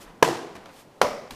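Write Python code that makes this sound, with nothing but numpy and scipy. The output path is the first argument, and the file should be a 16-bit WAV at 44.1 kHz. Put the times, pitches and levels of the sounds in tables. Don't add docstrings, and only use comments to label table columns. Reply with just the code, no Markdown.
import sys
import numpy as np
from scipy import signal
from scipy.fft import rfft, irfft, next_fast_len
from scipy.io import wavfile

SR = 44100
rng = np.random.default_rng(int(sys.argv[2]) if len(sys.argv) > 2 else 0)


def to_wav(s):
    ch = np.atleast_2d(s).T
    pcm = np.round(np.clip(ch, -1, 1) * 32767)
    wavfile.write(sys.argv[1], SR, pcm.astype(np.int16))


N = 59535


def amp(db):
    return 10 ** (np.asarray(db) / 20)


def along(curve, hz):
    freqs, values = np.transpose(curve)
    return np.interp(np.log(hz + 1), np.log(freqs + 1), values)


def filtered(x, response):
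    size = next_fast_len(N + 8192)
    return irfft(rfft(x, size) * response(np.fft.rfftfreq(size, 1 / SR)), size)[:N]


def noise(colour, tilt_db=0):
    def eq(hz):
        return amp(along(colour, hz) + tilt_db * np.log2(np.maximum(hz / 700, 1)))
    x = filtered(rng.standard_normal(N), eq)
    return x / np.sqrt(np.mean(x ** 2) + 1e-20)


def since(start_s):
    return np.maximum(np.arange(N) / SR - start_s, 0)


def fade(t, t60_s):
    return amp(-60 * t / t60_s)


def strike(start_s, attack_s, t60_s):
    t = since(start_s)
    return (1 - np.exp(-t / attack_s)) * fade(t, t60_s)


def swell(peak_s, rise_s, fall_s):
    t = np.arange(N) / SR - peak_s
    return np.exp(1 - np.hypot(1, 2 * t / np.where(t < 0, rise_s, fall_s)))


# freq_hz, level_db
AIR_COLOUR = [(25, -1), (60, -5), (150, 7), (450, 4), (900, 1), (1600, -9), (4000, -15.5), (10000, -23),
              (15000, -29)]
# freq_hz, level_db
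LINGER_COLOUR = [(80, -18), (200, -1.5), (500, -3.5), (1000, -6), (2000, -13.5), (5000, -48), (12000, -53)]
def room_tone():
    air = amp(-53) * noise(AIR_COLOUR)
    tail = amp(-50.5) * fade(since(0), t60_s=1.86) * noise(LINGER_COLOUR)
    return air + tail


# peak_s, level_db, rise_s, fall_s
FOOT_RUMBLES = [(.06, -51, 0.14, 0.078), (1.335, -43.5, 0.026, 0.017)]
# freq_hz, level_db
RUMBLE_COLOUR = [(12, -33), (26, -22), (33, 11), (45, -18), (80, -18), (300, -67)]
def rumbles():
    return sum(amp(level_db) * swell(peak_s, rise_s, fall_s) * noise(RUMBLE_COLOUR)
               for peak_s, level_db, rise_s, fall_s in FOOT_RUMBLES)


# peak_s, level_db, rise_s, fall_s, tilt_db_per_octave
CLOTH_SWISHES = [(.018, -47.5, 0.016, 0.035, 4), (.09, -53.5, 0.037, 0.04, -1.5),
                 (0.564, -47, 0.012, 0.0094, 0.5), (.8, -53, 0.091, 0.038, 4)]
# freq_hz, level_db
CLOTH_COLOUR = [(100, -4), (600, 7.5), (1500, 7), (3000, 3.5), (7000, -5.5), (12000, -11), (15000, -19)]
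def swishes():
    return sum(amp(level_db) * swell(peak_s, rise_s, fall_s) * noise(CLOTH_COLOUR, tilt_db)
               for peak_s, level_db, rise_s, fall_s, tilt_db in CLOTH_SWISHES)


# start_s, slap_db, thump_db, slap_t60_s, tilt_db_per_octave
FOOTFALLS = [(0.064, -51, -80, .12, -6), (0.553, -31.5, -47, 0.025, -5), (0.657, -36.5, -71, 0.034, -4.5),
             (.689, -43, -68, 0.11, -7.5), (0.971, -43.5, -68, 0.016, -44), (1.307, -31, -44, 0.033, -0.5)]
# freq_hz, level_db
SOLE_COLOUR = [(100, -4), (350, -4), (600, 4), (1200, 5.5), (2600, 2), (5000, -0.5), (8000, -5),
               (15000, -12)]
# freq_hz, level_db
MAT_COLOUR = [(25, -13), (60, 8.5), (150, 4.5), (260, 9), (450, -25), (1500, -56)]
def footfalls():
    attack_s = 0.00071
    steps = np.zeros(N)
    for start_s, slap_db, thump_db, slap_t60_s, tilt_db in FOOTFALLS:
        slap = strike(start_s, attack_s, slap_t60_s) * noise(SOLE_COLOUR, tilt_db)
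        hall = amp(-14.5) * hall_wash(start_s, SOLE_COLOUR, tilt_db)
        thump = strike(start_s, attack_s, t60_s=0.36) * noise(MAT_COLOUR)
        steps += amp(slap_db) * (slap + hall) + amp(thump_db) * thump
    return steps


def grain(start_s):
    depth_db, reflections_per_s = 2.5, 410
    position = np.arange(N) / SR * reflections_per_s
    flutter = np.interp(position, np.arange(N), rng.standard_normal(N))
    return amp(depth_db * fade(since(start_s), t60_s=1.05) * flutter)


# freq_hz, t60_s
HALL_DECAY = [(100, 0.91), (350, 1), (900, 0.78), (2000, 0.88), (5000, 0.73), (8000, 0.63), (14000, 0.48)]
def hall_wash(start_s, colour, tilt_db=0):
    scatter_gain, build_s = amp(-1.5), 0.0015
    hz, frame_s, spectrum = signal.stft(noise(colour, tilt_db), SR, nperseg=256)
    age_s = np.maximum(frame_s - start_s, 0)
    scatter = scatter_gain * fade(age_s, t60_s=0.42)
    tail = fade(age_s, along(HALL_DECAY, hz)[:, None])
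    wash = signal.istft(spectrum * (scatter + tail) / (1 + scatter_gain), SR, nperseg=256)[1][:N]
    return wash * grain(start_s) * (1 - np.exp(-since(start_s) / build_s))


# pitch_hz, level_db, t60_s
FIRST_MODES = [(394, -2.5, 0.039), (461, 1, 0.056), (638, -5, 0.085), (780, -40, 0.0235), (963, 6, 0.025),
               (1251, -15, 0.12), (1662, -6.5, 0.076), (2087, -14, 0.085), (2995, -16, 0.062),
               (5760, -16.5, 0.041)]
SECOND_MODES = [(275, -23, 0.011), (520, 0, 0.019), (626, 5, 0.021), (730, -5, 0.034), (1090, 3.5, .022),
                (1480, -1, 0.022), (2020, -7.5, 0.033), (4180, -9, 0.014), (5760, -5.5, 0.0092)]
def paddle_ring(modes, start_s):
    attack_s = 0.0014
    t = since(start_s)
    onset = 1 - np.exp(-(t / attack_s) ** 2)
    return onset * sum(amp(level_db) * fade(t, t60_s) * np.sin(2 * np.pi * pitch_hz * t)
                       for pitch_hz, level_db, t60_s in modes)


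# freq_hz, level_db
CRACK_COLOUR = [(200, 5), (700, 3), (2000, 12), (3500, 3.5), (5500, 0.5), (7500, -3), (12000, -4.5),
                (15500, -20)]
def leaf_crack(clap_s, rebound_s):
    attack_s, t60_s = 0.0001, 0.011
    claps = strike(clap_s, attack_s, t60_s) + amp(-6) * strike(rebound_s, attack_s, t60_s)
    return claps * noise(CRACK_COLOUR)


# start_s, ring_db, contact_s, crack_db, thud_db, thud_hz,
# clap_delay_s, rebound_delay_s, second_ring_db (relative to the first ring), hall_db
KICK_HITS = [(0.2251, -2.5, 0.011, -8, -11, 123, 0.0016, .004, -19, -19.5),
             (1.0142, -4, 0.0059, -10, -30, 132, 0.002235, 0.00456, -14, -23)]
# freq_hz, level_db
FIRST_HALL_COLOUR = [(45, -41), (95, -17), (145, -7.5), (220, -9), (340, -0.5), (490, 0), (570, -12.5),
                     (660, -2), (820, -3.5), (1020, -4.5), (1400, -13.5), (1680, -11.5), (2200, -18.5),
                     (3000, -18), (4300, -20.5), (5800, -20.5), (8000, -25.5), (15000, -37)]
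SECOND_HALL_COLOUR = [(45, -18), (100, -21), (190, -10), (275, -10.5), (360, -9.5), (480, -2.5),
                      (610, -0.5), (780, -6), (910, -10), (1040, -6.5), (1300, -10.5), (1700, -19),
                      (1980, -13.5), (2700, -23), (4000, -24.5), (5400, -20), (7500, -31), (15000, -39.5)]
def kick(hit, modes, hall_colour, reflections, waves):
    (start_s, ring_db, contact_s, crack_db, thud_db, thud_hz,
     clap_delay_s, rebound_delay_s, second_ring_db, hall_db) = hit
    clap_s = start_s + clap_delay_s
    thud = paddle_ring([(thud_hz, thud_db, 0.012)], start_s)
    ring = paddle_ring(modes, start_s) + amp(second_ring_db) * paddle_ring(modes, clap_s)
    damping = np.exp(-(since(start_s) / contact_s) ** 6)
    crack = leaf_crack(clap_s, start_s + rebound_delay_s)
    low_cut = signal.butter(2, 73, "high", fs=SR, output="sos")
    smack = signal.sosfilt(low_cut, thud + amp(ring_db) * damping * ring + amp(crack_db) * crack)
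    hall = hall_wash(start_s, hall_colour) + standing_waves(start_s, waves)
    return smack + early_reflections(smack, reflections) + amp(hall_db) * hall


# pitch_hz, level_db, t60_s
FIRST_HALL_WAVES = [(157, -38, 0.28), (338.6, -7, .7), (409, -17.5, 1.0), (651, -27, 0.54), (926, -19, .37)]
SECOND_HALL_WAVES = [(267, -8.5, 0.34), (481, -26, 0.77), (593, -7.5, 0.5), (990, 0.5, 0.25)]
def standing_waves(start_s, waves):
    t, build_s = since(start_s), 0.016
    return sum(amp(level_db) * strike(start_s, build_s, t60_s)
               * np.sin(2 * np.pi * (pitch_hz * t + rng.random()))
               for pitch_hz, level_db, t60_s in waves)


# delay_s, level_db
FIRST_REFLECTIONS = [(.0086, -25), (0.0206, -17.5)]
SECOND_REFLECTIONS = [(.0075, -20.5), (.0098, -14), (0.0149, -22)]
def early_reflections(smack, reflections):
    return sum(amp(level_db) * np.pad(smack, (int(delay_s * SR), 0))[:N]
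               for delay_s, level_db in reflections)


# peak_delay_s, level_db, rise_s, fall_s, tilt_db_per_octave
FAR_ECHOES = [(0.022, -29.5, 0.0043, .006, 1.5), (.03, -21.5, 0.0098, .017, -5)]
def far_walls():
    echoes = np.zeros(N)
    for hit, colour, cluster in zip(KICK_HITS, (FIRST_HALL_COLOUR, SECOND_HALL_COLOUR), FAR_ECHOES):
        start_s = hit[0]
        peak_delay_s, level_db, rise_s, fall_s, tilt_db = cluster
        envelope = swell(start_s + peak_delay_s, rise_s, fall_s) * (since(start_s) > 0)
        echoes += amp(level_db) * envelope * grain(start_s) * noise(colour, tilt_db)
    return echoes


def scene():
    first = kick(KICK_HITS[0], FIRST_MODES, FIRST_HALL_COLOUR, FIRST_REFLECTIONS, FIRST_HALL_WAVES)
    second = kick(KICK_HITS[1], SECOND_MODES, SECOND_HALL_COLOUR, SECOND_REFLECTIONS, SECOND_HALL_WAVES)
    return (first + second + far_walls() + footfalls() + swishes() + rumbles() + room_tone())[None]


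def record(dry):
    ceiling, hardness, top_hz = 0.93, 9, 15300
    clipped = dry[0] / (1 + np.abs(dry[0] / ceiling) ** hardness) ** (1 / hardness)
    return filtered(clipped, lambda hz: hz < top_hz)[None]


dry = scene()
out = record(dry)
to_wav(out)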